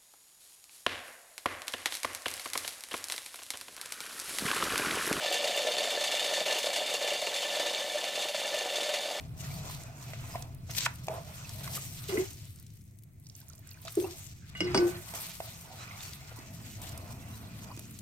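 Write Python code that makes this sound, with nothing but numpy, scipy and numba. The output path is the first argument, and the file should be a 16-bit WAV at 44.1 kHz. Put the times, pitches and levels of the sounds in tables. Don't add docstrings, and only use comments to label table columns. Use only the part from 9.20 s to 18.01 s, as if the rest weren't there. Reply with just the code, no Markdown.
import sys
import numpy as np
from scipy import signal
from scipy.fft import rfft, irfft, next_fast_len
from scipy.io import wavfile
from scipy.ndimage import uniform_filter1d
from numba import njit

SR = 44100
rng = np.random.default_rng(int(sys.argv[2]) if len(sys.argv) > 2 else 0)


def wav_record(signal):
    frames = np.transpose(np.atleast_2d(signal))
    bounded = np.clip(frames, -1, 1)
    quanta = np.round(bounded * 32767).astype(np.int16)
    wavfile.write(sys.argv[1], SR, quanta)


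N = 388521

# (time [s], level [dB], boom centre [Hz], part above 170 Hz [relative dB])
RUMBLE_TRACK = [(0.0, -40, 119.7, -3.5), (0.37, -39, 143, -9.5), (0.8, -44.5, 133, -1.5),
                (1.15, -39.5, 113.5, -5.5), (1.8, -43.5, 125, -7), (2.3, -43, 127.4, -6.5),
                (2.5, -41.5, 135.4, -7.5), (3.05, -42.5, 108, -4), (3.8, -52, 103.7, -10),
                (4.5, -50, 102, -6), (5.35, -45, 108.6, -8), (5.55, -35.5, 124, -6.5),
                (5.9, -49.5, 100.5, -12.5), (6.5, -48.5, 99.5, -9), (7.0, -46, 110, -8),
                (7.35, -47, 112.4, 1.5), (7.75, -42.5, 91.5, -2), (8.3, -45.5, 103, 1),
                (8.81, -47, 118.3, 1.5)]
# (frequency [Hz], density [relative dB])
RUMBLE_SPECTRUM = [(12, -42.5), (20, -4), (32, -13), (75, -0.5), (140, -0.5), (163, -0.5), (198, -4.5),
                   (345, -25), (520, -36), (680, -71), (1140, -120)]
AIR_SPECTRUM = [(180, -47.5), (300, 9), (978, -31), (2100, -8), (4590, -46.5), (6300, -14.5),
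                (11700, -23.5), (15000, -21), (16000, -7)]
# (time [s], spoon drag [dB], its upper resonances [relative dB],
# glove rub [dB], its top above 9 kHz [relative dB])
HAND_WORK = [(0.0, -55.5, -3, -78, -2), (0.16, -68.5, -1, -70, 5), (0.24, -52.5, 3.5, -52, -2),
             (0.5, -49.5, -2, -51, -2), (0.72, -61.5, 2, -60.5, -4), (0.85, -56, 4.5, -66, -13),
             (1.12, -46.5, -4, -52, -3), (1.26, -62.5, -3, -70, 2), (1.47, -58, -4, -79, 7),
             (1.7, -57, -6, -62.5, 1), (1.82, -65, 10, -61.5, -2.5), (1.92, -65, -1, -58.5, 0),
             (2.2, -53.5, 5, -54.5, -4), (2.55, -48, -17.5, -51, 0.5), (2.8, -65, 9, -52.5, 0.5),
             (3.0, -53.5, 5.5, -50.5, -2.5), (3.32, -70, -0.5, -75, -4), (3.55, -77.5, 3, -70.5, -1),
             (3.8, -77.5, -1.5, -86.5, 3.5), (4.03, -79.5, 1, -79, 4.5), (4.15, -83, -0.5, -71, -2),
             (4.25, -69, 4, -74.5, -6), (4.52, -67.5, 8.5, -65.5, -2), (4.62, -83, -3, -82, -4),
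             (4.78, -54, 0, -51.5, 0), (5.07, -72, 4, -55.5, 0), (5.25, -74.5, 10.5, -67, -13),
             (5.5, -49, 9, -64, -7), (5.8, -57.5, 2, -53.5, 2), (6.18, -68, -3, -60.5, 6),
             (6.46, -54, -10, -57.5, -4), (6.65, -51, 5.5, -59, -3), (6.93, -52, -2, -54, -2),
             (7.08, -64, -4, -61, -6), (7.45, -56, 4, -60, -0.5), (7.86, -54, 1, -60.5, -1),
             (8.3, -56, 2.5, -60, -3), (8.81, -64.5, 6.5, -59, 1)]
# (peak time [s], level [dB], 20 dB rise [s], 20 dB fall [s], upper part [relative dB])
# a rise or fall under 3 ms, negative ones included, acts as 3 ms
BOWL_SCRAPES = [(0.0, -48, .01, 0.04, -14), (0.25, -49.5, 0.35, 0.1, -9), (0.493, -46, 0.27, 0.65, -9),
                (1.14, -46, 0, 0.26, -6), (1.497, -42.5, -0.23, 0.05, 5.5), (1.64, -50, 0.23, -0.5, 1),
                (1.905, -33.5, 0.04, 0.2, -34), (2.404, -47.5, 0, 0.43, -3), (2.464, -45, -0.03, 0.37, -6),
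                (2.573, -36.5, 0.04, 0.0347, -5), (2.898, -35.5, -0.08, 0.11, -3.5),
                (2.965, -39, -0.1, 0.11, -7), (4.2, -68, 0.5, 0.5, -7), (4.55, -57, -0.08, 0.16, 1.5),
                (4.656, -45.5, -0.17, 0.08, -3), (4.68, -53, 0.18, -1.5, -12), (4.85, -43, -0.35, 0.19, -8),
                (5.35, -60, -0.4, .1, -9), (5.46, -42, 0.03, 0.16, -2), (5.61, -36, 0.09, 0.25, -2),
                (5.939, -39, -0.1, 0.22, -8), (6.046, -50, 0.3, 0.17, 7.5), (6.22, -51.5, -2, 1, 1.5),
                (6.54, -52.5, -1.6, 1.5, -10), (7.11, -56.5, 1, 0.3, 3), (7.21, -50, 0.1, 0.17, 0.5),
                (7.64, -50, .06, 0.8, -18), (7.8, -49, 0.24, .5, -14), (8.52, -45.5, 0.64, 0, -9),
                (8.59, -47.5, 0, 0.04, -5)]
GLOVE_RUBS = [(0.012, -58.5, 2, 0.1, -2), (0.206, -52, 0.07, 0.34, -11), (0.509, -45.5, 0, 0.1, -4.5),
              (0.824, -53.5, 0.13, .5, -1.5), (1.226, -58.5, 0.2, 0, 6), (1.509, -42, -0.19, 0.01, -2),
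              (1.585, -34, 0.07, 0.0149, -1.5), (1.66, -31, 0.1067, -0.0073, -9.5), (1.76, -56, 0.03, 0, 5),
              (1.87, -45, -0.23, -0.22, 2), (2.33, -57, 0.1, 1.1, 4.5), (2.574, -43, 0.18, -0.04, 0.5),
              (2.68, -57, 1, -0.2, -11), (2.883, -45.5, -0.2, .5, 0.5), (4.18, -62.5, 0.07, 0.13, 3),
              (4.3, -70, 0, 0.5, -1), (4.69, -56, 0.22, 0.2, -4), (4.75, -55.5, 0.24, 0.4, 1.5),
              (5.3, -53.5, 0.05, 0, -2), (5.37, -52, 0, 0.13, -7), (5.61, -45, 0.12, -0.5, -11),
              (5.691, -44, 0.13, .05, -1), (5.891, -45, 0.03, 0, -2), (5.949, -43.5, -0.02, .5, 0.5),
              (6.07, -44, 0.04, -0.08, 1), (6.22, -55, -1.74, .5, -1), (6.52, -54.5, -0.5, 1, -6),
              (6.83, -49.5, -0.4, 0.23, -1.5), (7.16, -53, -0.03, 0.1, 2), (7.33, -58, -1.5, 0.5, -5),
              (7.45, -54.5, -0.04, 0.8, -4), (7.62, -49, 0, 0.17, 2), (7.929, -53.5, 0.05, -0.75, 6),
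              (8.18, -54.5, 0.1, -4, 0.5), (8.449, -50, 0.1, -0.17, 0), (8.594, -44.5, -0.02, 0, 3.5),
              (8.79, -50, 0, 0, 6)]
# (frequency [Hz], width [Hz], level [relative dB])
BOWL_MODES = [(685, 130, 0.5), (1027, 170, -5.5), (1290, 420, -1), (2110, 950, -2.5), (381, 350, -6),
              (1963, 110, -11.5), (2536, 100, -8.5), (4220, 400, -8)]
# (frequency [Hz], density [relative dB])
GLOVE_SPECTRUM = [(1180, -14.5), (2000, -5), (2220, -2.5), (3310, -4), (4410, -5), (4770, -6.5),
                  (8260, 1.5), (9740, -15), (13100, -8), (14900, -12.5), (16000, -23.5)]
# (time [s], peak [dB], centre [Hz], left minus right [dB])
GLOVE_FOLDS = [(0.205, -36, 6100, -2), (0.4973, -38, 3530, -9), (0.6345, -36.5, 7900, -3),
               (0.826, -41, 6560, -12), (0.9877, -44, 4970, 1.0), (1.075, -44, 5060, 1.5),
               (1.223, -35, 6100, -8), (1.3304, -61, 6000, -8), (1.3468, -42, 12700, 1.5),
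               (1.4765, -49, 7040, 0.5), (1.502, -38.5, 4240, 7), (1.512, -30, 6420, 5),
               (1.549, -31, 2500, -0.5), (1.5868, -32, 4200, -1), (1.6575, -25, 2380, -2.5),
               (1.6588, -23, 6550, -2), (1.784, -45, 6100, -2), (2.2925, -29, 6440, 0),
               (2.458, -35, 8370, 0.0), (2.7876, -77, 7860, 17), (3.131, -37, 8170, 9),
               (3.245, -48, 8030, 7), (3.253, -42, 8710, 5), (3.305, -43.5, 12000, 4),
               (3.3588, -44, 8850, 10), (3.3862, -48, 5500, 2), (3.3972, -40, 13100, 5),
               (3.426, -41.5, 12900, 5), (3.465, -45.5, 6300, 8), (3.5026, -47.5, 5650, 3),
               (3.5358, -50, 13000, 4.5), (3.5558, -49, 12200, -3), (3.5698, -48, 12800, 3),
               (3.6097, -54, 5240, 3), (3.6157, -49, 10800, 2.2), (3.6391, -52, 11100, 5),
               (3.677, -56, 7200, 4), (3.7099, -55, 8550, 3), (3.7553, -57.5, 13900, 6),
               (3.7867, -46, 11540, 8), (3.8222, -52, 12000, 2.5), (3.8347, -42.5, 13100, 6),
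               (4.681, -30, 3750, -2), (4.7223, -36.5, 12700, 9), (4.7528, -33, 9000, 13),
               (4.7986, -37.5, 3120, 13), (4.825, -42, 6200, 8), (5.065, -40, 6740, 7),
               (5.2924, -49, 6200, 0), (5.8589, -51, 4860, 1.0), (5.939, -32.5, 7100, -3),
               (6.4106, -39, 12800, -3), (6.462, -44, 11000, 0), (6.8052, -36, 3590, 7),
               (6.933, -34, 4700, 11), (7.4328, -47, 7160, -0.5), (7.6169, -33.5, 8450, 1.5),
               (7.691, -33.5, 8110, -3), (7.776, -32.5, 9000, -5), (7.8773, -47, 5410, 5),
               (8.564, -39, 6890, 0.0), (8.5935, -34, 12000, -0.5), (8.652, -44, 7000, 0.6),
               (8.7089, -39.5, 10200, 1.0), (8.7885, -36, 6900, 10)]
# (middle time [s], pitch [Hz], level [dB], half length [s])
BUBBLES = [(0.207, 2910, -49, 0.014), (0.315, 2300, -48.5, 0.019), (0.35, 4540, -50, 0.028),
           (0.544, 689, -49, 0.0079), (0.67, 2510, -58, .02), (0.7, 720, -52, 0.013),
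           (0.886, 2430, -52, 0.018), (1.038, 1033, -53, 0.029), (1.11, 2320, -56, .015),
           (1.127, 5040, -52.5, 0.05), (1.151, 1006, -35, 0.011), (1.496, 670, -44.5, 0.013),
           (1.522, 6400, -47, 0.012), (1.911, 642, -34.5, 0.046), (2.252, 2620, -45, 0.011),
           (2.301, 990, -48, 0.011), (2.457, 1560, -49, 0.021), (2.577, 1210, -40, 0.011),
           (4.204, 654, -59, .009), (4.215, 1570, -62, 0.015), (4.232, 960, -63, .009),
           (4.307, 1350, -58, 0.0066), (4.338, 662, -61, 0.0071), (4.395, 656, -62, .014),
           (4.43, 1750, -64, .012), (4.47, 1580, -61.5, 0.0086), (4.545, 2440, -54, .007),
           (4.575, 1560, -56, .007), (4.518, 4420, -55, 0.01), (4.525, 2750, -53, 0.0094),
           (4.778, 3900, -57, 0.014), (4.83, 6200, -46, 0.018), (4.847, 2680, -45, 0.014),
           (4.846, 950, -39.5, 0.0067), (4.849, 767, -38.5, 0.012), (4.87, 1185, -46, 0.025),
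           (5.236, 1606, -61, 0.045), (6.247, 646, -53, 0.022), (6.254, 1230, -49, 0.016),
           (6.525, 760, -44.5, 0.045), (6.618, 4000, -52.5, 0.052), (6.632, 2600, -55, 0.0071),
           (6.721, 2100, -42.5, 0.01), (6.745, 2150, -49, 0.011), (6.776, 2310, -49, .007),
           (6.81, 3670, -49, 0.028), (6.853, 4500, -49, 0.073), (6.926, 4550, -50, 0.013),
           (7.12, 634, -42, 0.0089), (7.175, 1010, -51, .02), (7.2, 1975, -59, .05),
           (7.21, 2540, -63, 0.034), (7.524, 2900, -56, 0.043), (7.652, 1945, -55, .035),
           (7.908, 1020, -50, 0.014), (8.145, 3950, -58, 0.026), (8.497, 700, -48, .008),
           (8.507, 850, -45, .007), (8.526, 680, -47, .008), (8.519, 1040, -45, 0.019)]
# (time [s], level [dB], pitch [Hz], ring t60 [s], clack [relative dB],
# crack [relative dB], left minus right [dB])
SPOON_KNOCKS = [(0.498, -35, 1050, 0.018, -6, -14, 4), (0.934, -36.5, 644, 0.023, 5, -20, -6),
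                (1.155, -26.5, 700, 0.046, -7.5, -28, 0), (1.663, -23.5, 980, 0.018, 6, -26, 0.5),
                (1.883, -20, 750, 0.016, -6.5, -26, 0.5), (2.476, -33.5, 1100, 0.027, -1, 0, -3),
                (4.651, -42, 660, 0.073, -21, 5, -8), (4.679, -37.5, 1273, 0.028, 3, -17, 3),
                (5.937, -34.5, 675, 0.044, -2, -7, -2.0), (6.203, -23, 685, 0.019, -12, -38.5, -1.5),
                (7.188, -38, 290, 0.026, -12.5, -5, -9.5), (8.574, -38, 312, 0.031, -4, -1, -4)]
# (time [s], peak [dB], centre [Hz])
SPOON_CATCHES = [(1.5835, -14.5, 3700), (1.5852, -15.5, 5600), (1.5868, -18, 4300), (1.6622, -13, 1600),
                 (1.665, -18, 1600), (1.668, -23.5, 900)]
# (time [s], pitch [Hz], level [dB], rise [s], hold [s], fall [s])
JAR_HOOTS = [(2.886, 400, -35.5, 0.0064, .005, 0.034), (2.915, 369, -27, 0.029, .004, 0.0087),
             (2.953, 420, -29, 0.0045, 0.0026, 0.021), (2.975, 320, -25, 0.0054, 0.0016, 0.0041),
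             (2.982, 372.4, -24.5, 0.011, 0.011, 0.048), (4.7703, 381, -21.5, 0.0066, 0.0026, 0.0061),
             (4.782, 361, -25.5, 0.0055, .004, 0.052), (4.814, 375, -34, .006, .006, .01),
             (4.834, 364, -31, 0.0059, 0.0028, 0.029), (4.865, 356, -46, 0.0041, 0.023, 0.053),
             (5.406, 332, -30, 0.0053, 0.0126, 0.0024), (5.423, 356, -33, 0.021, 0.029, 0.13),
             (5.547, 373, -28, 0.006, 0.02, .02), (5.577, 356.2, -23.5, 0.0047, 0.057, 0.085),
             (5.708, 355, -48, 0.014, .06, 0.05), (4.907, 368, -52, .01, .02, 0.031)]
# (time [s], ring peak [dB], thud [relative dB], favoured pitch [Hz],
# fall-off around it [dB/octave], worktop thump [relative dB], ring time [factor], contact [s],
# weaker modes [relative dB])
JAR_TOUCHES = [(2.892, -35, -9, 2690, 9, -11, 1, 0.00068, 2),
               (2.9245, -38, 3, 2300, 6.5, -15.5, 0.89, .0008, -8),
               (2.973, -30.5, -1.5, 2150, 33, -24, 0.96, 0.00074, -4),
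               (5.3505, -38.5, -9, 1860, 24, -12.5, 0.65, 0.0013, 3.5),
               (5.3540, -41.5, -25, 2800, 29, -22, 4.1, .003, 0),
               (5.4050, -20.5, -8, 2630, 4, -18, 0.76, 0.0014, -11.5),
               (5.442, -36.5, -12, 5100, 7, -20, .8, .004, -10),
               (5.471, -36, -9, 2190, 16, -6, 1.1, 0.0035, -3),
               (5.5454, -22, 6, 2120, -5, -10.5, 1.15, 0.00063, 4.5),
               (5.574, -21.5, -0.5, 5370, 26, -11, 0.49, 0.0026, -2),
               (5.575, -29.5, -12, 2200, 25, -20, 0.37, 0.0045, -2)]
# (frequency [Hz], level [relative dB], t60 [s])
GLASS_MODES = [(1080, -26, 0.18), (1163, -5, 0.32), (1505, -7.5, 0.59), (1770, -13, 0.081),
               (2040, 8, 0.042), (2165, -2, 0.16), (2864, 0.5, 0.11), (3380, -5.5, 0.12), (3880, -9, 0.15),
               (4290, -14, 0.28), (4710, -1, 0.12), (4920, 0, 0.1), (5390, -0.5, 0.11), (5370, -17, 0.2),
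               (6030, -5, 0.12), (8400, -11, 0.12)]
STRONG_ROWS = [4, 5, 6, 11, 12]
# (time [s], peak [dB], centre [Hz], left minus right [dB])
WATER_DROPS = [(3.9345, -56.5, 11300, 3.5), (3.9844, -60, 8100, 0), (3.9988, -50, 11900, 9),
               (4.0267, -55.5, 8640, 1.0), (4.0377, -53, 8820, 0.0), (4.0464, -55, 4660, 3),
               (4.058, -51, 4700, 0), (4.0674, -41.5, 5980, -4), (4.0886, -44.5, 8370, -7),
               (4.098, -39, 5720, -7), (4.151, -37.5, 6500, -8), (4.164, -43, 10900, -7.5),
               (4.1754, -45, 14200, -4), (4.2023, -39, 12400, -4), (4.2144, -45, 4690, -2.0),
               (4.2677, -51, 8400, 3), (4.2832, -41.5, 7800, -12), (4.289, -40, 12500, -7),
               (4.299, -42, 6860, -12), (4.3104, -57, 4800, 1), (4.333, -39, 5700, -7),
               (4.352, -48, 8950, -16), (4.3564, -46, 11700, -3.0), (4.3799, -46, 7400, -11),
               (4.3914, -43, 13400, -0.5), (4.4664, -54, 14000, -2), (4.4734, -37, 10600, -7),
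               (4.49, -40, 5880, 0.0), (4.5072, -40, 14100, 0.0), (4.513, -41, 4370, -8),
               (4.5224, -47, 12200, -2.5), (4.5324, -43, 12100, -8), (4.5424, -47, 6470, -1.5),
               (4.6024, -56, 6760, 1), (4.6174, -38, 12300, -2.5), (4.6294, -51, 6710, 10),
               (4.6404, -47, 13900, -1), (4.6503, -48, 6220, -4), (4.658, -41, 4100, 0.0),
               (4.674, -32, 4110, -2)]


def undb(db):
    return 10 ** (np.asarray(db) / 20)


def unit_rms(x):
    return x / np.sqrt(np.mean(x ** 2))


def unit_peak(x):
    return x / np.abs(x).max()


def seconds(length_s):
    return np.arange(int(length_s * SR)) / SR


def fade(t, t60):
    return np.exp(-np.log(1000) * t / max(t60, .003))


def ramp(t, rise_s):
    return np.clip(t / rise_s, 0, 1)


def add(out, start_s, x):
    i = int(start_s * SR)
    x = x[..., :N - i]
    out[..., i:i + x.shape[-1]] += x


def curves(table):
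    times, *columns = np.transpose(table)
    return [np.interp(np.arange(N) / SR, times, column) for column in columns]


def colour(x, spectrum):
    hz, db = np.transpose(spectrum)
    size = next_fast_len(N)
    bin_hz = np.maximum(np.arange(size // 2 + 1) * SR / size, 1)
    gain = undb(np.interp(np.log(bin_hz), np.log(hz), db))
    return irfft(rfft(x, size) * gain, size)[..., :N]


def butter(x, kind, hz, order):
    return signal.sosfilt(signal.butter(order, hz, kind, fs=SR, output="sos"), x)


def band(x, hz, width_hz):
    return signal.lfilter(*signal.iirpeak(min(hz, .4 * SR), hz / width_hz, fs=SR), x)


@njit
def moving_band(x, hz, q):
    out = np.empty(len(x))
    band_state, low_state, damping = 0., 0., 1 / q
    for i in range(len(x)):
        g = np.tan(np.pi * hz[i] / SR)
        passed = (band_state + g * (x[i] - low_state)) / (1 + g * (g + damping))
        band_state = 2 * passed - band_state
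        low_state += 2 * g * passed
        out[i] = damping * passed
    return out


def wander(rate_hz):
    hold = int(SR / rate_hz)
    steps = np.repeat(rng.standard_normal(N // hold + 1), hold)
    return uniform_filter1d(steps, hold // 2)[:N]


def grains(per_second, spread_db):
    out, count = np.zeros(N), int(per_second * N / SR)
    size_db = spread_db * np.minimum(rng.exponential(size=count), 4)
    out[rng.integers(0, N, count)] = np.sign(rng.random(count) - .5) * undb(size_db)
    return out


def effort(steady_db, upper_db, events):
    t, swells = np.arange(0, N, 32) / SR, 0
    for peak_s, db, rise, fall, part_db in events:
        away = np.where(t < peak_s, (peak_s - t) / max(rise, .003), (t - peak_s) / max(fall, .003))
        swells += undb(db - 20 * away + np.array([[0], [part_db]])) ** 2
    body, upper = [np.interp(np.arange(N) / SR, t, power) for power in swells]
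    return np.sqrt([undb(steady_db) ** 2 + body, undb(steady_db + upper_db) ** 2 + upper])


def ports(x, lag_samples, pan_db=0.):
    samples = np.arange(len(x))
    late = np.interp(samples - lag_samples, samples, x)
    return np.array([x * undb(pan_db / 2), late * undb(-pan_db / 2)])


def kitchen_rumble():
    level_db, boom_hz, upper_db = curves(RUMBLE_TRACK)
    parts = []
    for noise in colour(rng.standard_normal((2, N)), RUMBLE_SPECTRUM):
        upper = butter(noise, "high", 170, order=4)
        boom = noise - upper + 1.33 * moving_band(noise, boom_hz, q=3.6)
        parts.append(unit_rms(boom) + undb(upper_db) * unit_rms(upper))
    mid, side = parts
    left_right = np.array([[1], [-1]])
    return (mid + undb(-14) * side * left_right) * undb(level_db + .4 * left_right)


def kitchen_air():
    return undb(-66) * unit_rms(colour(rng.standard_normal((2, N)), AIR_SPECTRUM))


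def spoon_drag(body_gain, upper_gain, drift_octaves=.056, swell_db=3.5):
    moves = [(hz * 2 ** (drift_octaves * wander(7)), undb(db + swell_db * wander(14)))
             for hz, _, db in BOWL_MODES]
    out = np.zeros((2, N))
    for lag_samples in (4, 15):
        wall = np.zeros(N)
        for (hz, width_hz, _), (drifting_hz, swell) in zip(BOWL_MODES, moves):
            ring = moving_band(grains(4000, spread_db=2.5), drifting_hz, q=hz / width_hz)
            gain = upper_gain if hz > 1200 else body_gain
            wall += gain * swell * unit_rms(ring)
        out += ports(wall, lag_samples, pan_db=-2)
    return .24 * out


def glove_rustle(body_gain, top_gain):
    out = np.zeros((2, N))
    squeak_hz = 5170 * 2 ** (.31 * wander(12))
    for lag_samples, pan_db in [(4.23, 9.5), (1.06, -6.5), (9, -2.5)]:
        clicks = grains(2000, spread_db=1.5) + 2 * grains(60, spread_db=2)
        crackle = colour(clicks * undb(1.9 * wander(60)), GLOVE_SPECTRUM)
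        low = butter(crackle, "low", 8400, order=6)
        squeak = .96 * moving_band(low, squeak_hz, q=2.2)
        body = unit_rms(low + squeak) * undb(2.77 * wander(30))
        top = unit_rms(butter(crackle, "high", 9100, order=6)) * undb(3.1 * wander(30))
        out += ports((body_gain * body + top_gain * top) / np.sqrt(3), lag_samples, pan_db)
    return out


def batter_squelches(drag_gain, clusters=130, lowest_hz=1800, range_octaves=1.7):
    out, t = np.zeros((2, N)), np.arange(-.005, .005, 1 / SR)
    centres = rng.random((clusters, 2))
    for (when, pitch), pockets in zip(centres, rng.standard_normal((clusters, 5, 4))):
        for late, detune, size, pan in pockets:
            start_s = np.clip(when * N / SR + .03 * late, 0, (N - 1) / SR)
            hz = lowest_hz * 2 ** (range_octaves * pitch + .12 * detune)
            tone = np.hanning(len(t)) * np.sin(2 * np.pi * hz * t)
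            gain = drag_gain[int(start_s * SR)] * undb(-5 + 2.5 * size)
            add(out, start_s, ports(gain * tone, 6, pan_db=3 * pan))
    return out


def bubbles():
    out, roughness = np.zeros((2, N)), .6 + .7 * wander(400)
    for (middle_s, hz, db, half_s), pan in zip(BUBBLES, rng.standard_normal(len(BUBBLES))):
        t = np.arange(-half_s, half_s, 1 / SR)
        tone = np.hanning(len(t)) * np.sin(2 * np.pi * hz * t * (1 + .013 * t / half_s))
        add(out, middle_s - half_s, ports(undb(db) * tone, .93, pan_db=2 * pan))
    return out * roughness


def glove_crinkles():
    out, t = np.zeros((2, N)), seconds(.03)
    for start_s, db, hz, pan_db in GLOVE_FOLDS:
        burst = rng.standard_normal(len(t)) * ramp(t, .00088) * fade(t, .02)
        snap = unit_peak(band(burst, hz, .5 * hz))
        add(out, start_s, ports(undb(db) * snap, .99, pan_db))
    return out


def spoon_knocks():
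    out, t = np.zeros((2, N)), seconds(.15)
    attack = ramp(t, .00062)
    for start_s, db, hz, t60, clack_db, crack_db, pan_db in SPOON_KNOCKS:
        noise = attack * rng.standard_normal((2, len(t)))
        ring = attack * fade(t, t60) * np.sin(2 * np.pi * hz * t)
        clack = unit_peak(band(noise[0] * fade(t, 1.5 * t60), 2150, 1300))
        crack = unit_peak(band(noise[1] * fade(t, .025), 6200, 3500))
        blow = ring + undb(clack_db) * clack + undb(crack_db) * crack
        add(out, start_s, ports(undb(db) * blow, 5.7, pan_db))
    return out


def spoon_catches(width_share=.65):
    out = np.zeros((2, N))
    for start_s, db, hz in SPOON_CATCHES:
        ring = band(-signal.unit_impulse(400), hz, width_share * hz)
        tick = unit_peak(band(ring, hz, 2 * width_share * hz))
        add(out, start_s, ports(undb(db) * tick, 2.78, pan_db=-1.5))
    return out


def jar_hoots():
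    out, waver_hz = np.zeros((2, N)), 8 * wander(45)
    rattle = band(rng.standard_normal(N), 375, 220)
    rattle = undb(-14) * unit_rms(band(rattle, 374, 320))
    for start_s, hz, db, rise, hold, fall in JAR_HOOTS:
        length_s, first = rise + hold + fall, int(start_s * SR)
        t = np.arange(0, length_s, 1 / SR)
        here = slice(first, first + len(t))
        envelope = ramp(t, rise) * ramp(length_s - t, fall) ** 1.24
        tone = np.sqrt(2) * np.sin(2 * np.pi * np.cumsum(hz + waver_hz[here]) / SR)
        add(out, start_s, ports(undb(db) * envelope * (tone + rattle[here]), 11.6))
    return out * undb(1.2 * wander(120))


def jar_clinks(detune_share=.004, chatter_depth=.4, crack_db=-9.5):
    out, t = np.zeros((2, N)), seconds(.4)
    mode_hz, mode_db, t60 = np.transpose(GLASS_MODES)[:, :, None]
    is_weak = ~np.isin(np.arange(len(GLASS_MODES)), STRONG_ROWS)[:, None]
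    scatter = rng.standard_normal((len(JAR_TOUCHES), 2, len(GLASS_MODES), 1))
    noises = rng.standard_normal((len(JAR_TOUCHES), len(t)))
    for touch, (scatter_db, detune), noise in zip(JAR_TOUCHES, scatter, noises):
        start_s, db, thud_db, favoured_hz, falloff, thump_db, ring_scale, contact_s, weak_db = touch
        octaves_off = np.abs(np.log2(mode_hz / favoured_hz))
        strength = undb(mode_db - falloff * octaves_off + weak_db * is_weak + scatter_db)
        jitter = uniform_filter1d(rng.standard_normal((len(GLASS_MODES), len(t))), size=400)
        chatter = 1 + chatter_depth * unit_rms(jitter)
        decay = np.exp(-np.log(1000) * t / (t60 * ring_scale))
        phase = 2 * np.pi * mode_hz * (1 + detune_share * detune) * t
        glass = np.sum(strength * chatter * decay * np.exp(1j * phase), axis=0)
        ring = ramp(t, contact_s) * np.array([glass.imag, glass.real])
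        ring /= np.abs(ring.mean(axis=0)).max()
        thud = unit_peak(band(band(noise * fade(t, .07), 300, 660), 340, 1240))
        thump = fade(t, .25) * np.sin(2 * np.pi * 190 * t)
        crack = unit_peak(band(noise[::-1] * fade(t, .071 * ring_scale), 5800, 7000))
        impact = undb(thud_db) * thud + undb(thump_db) * thump + undb(crack_db) * crack
        add(out, start_s, undb(db) * (ring + ports(impact, 5.3)))
    return out


def water_drops(width_share=.34):
    out, t = np.zeros((2, N)), seconds(.02)
    for start_s, db, hz, pan_db in WATER_DROPS:
        burst = rng.standard_normal(len(t)) * fade(t, t60=.017)
        ring = band(burst, hz, width_share * hz)
        tick = unit_peak(band(ring, hz, 2 * width_share * hz))
        add(out, start_s, ports(undb(db) * tick, 3, pan_db))
    return out


def room_echo(direct, level_db=-13.5):
    t = seconds(.4)
    tail = rng.standard_normal((2, len(t))) * ramp(t, .00091) * fade(t, t60=.27)
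    tail = butter(tail, "low", 5990, order=1)
    tail /= np.sqrt(np.sum(tail ** 2, axis=1, keepdims=True))
    return undb(level_db) * signal.fftconvolve(direct.mean(axis=0)[None], tail, axes=1)[:, :N]


def scene():
    drag_db, drag_upper_db, rub_db, rub_top_db = curves(HAND_WORK)
    drag_body, drag_upper = effort(drag_db, drag_upper_db, BOWL_SCRAPES)
    rub_body, rub_top = effort(rub_db, rub_top_db, GLOVE_RUBS)
    close = spoon_drag(drag_body, drag_upper)
    close += glove_rustle(rub_body, rub_top) + glove_crinkles()
    close += bubbles() + batter_squelches(drag_upper)
    close += spoon_knocks() + spoon_catches()
    close += water_drops() + jar_clinks()
    hoots = jar_hoots()
    echo = room_echo(close + undb(-8) * hoots)
    return close + hoots + echo + kitchen_rumble() + kitchen_air()


def record(dry):
    return signal.sosfilt(signal.ellip(10, .2, 70, 15900, fs=SR, output="sos"), dry)


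dry = scene()
out = record(dry)
wav_record(out)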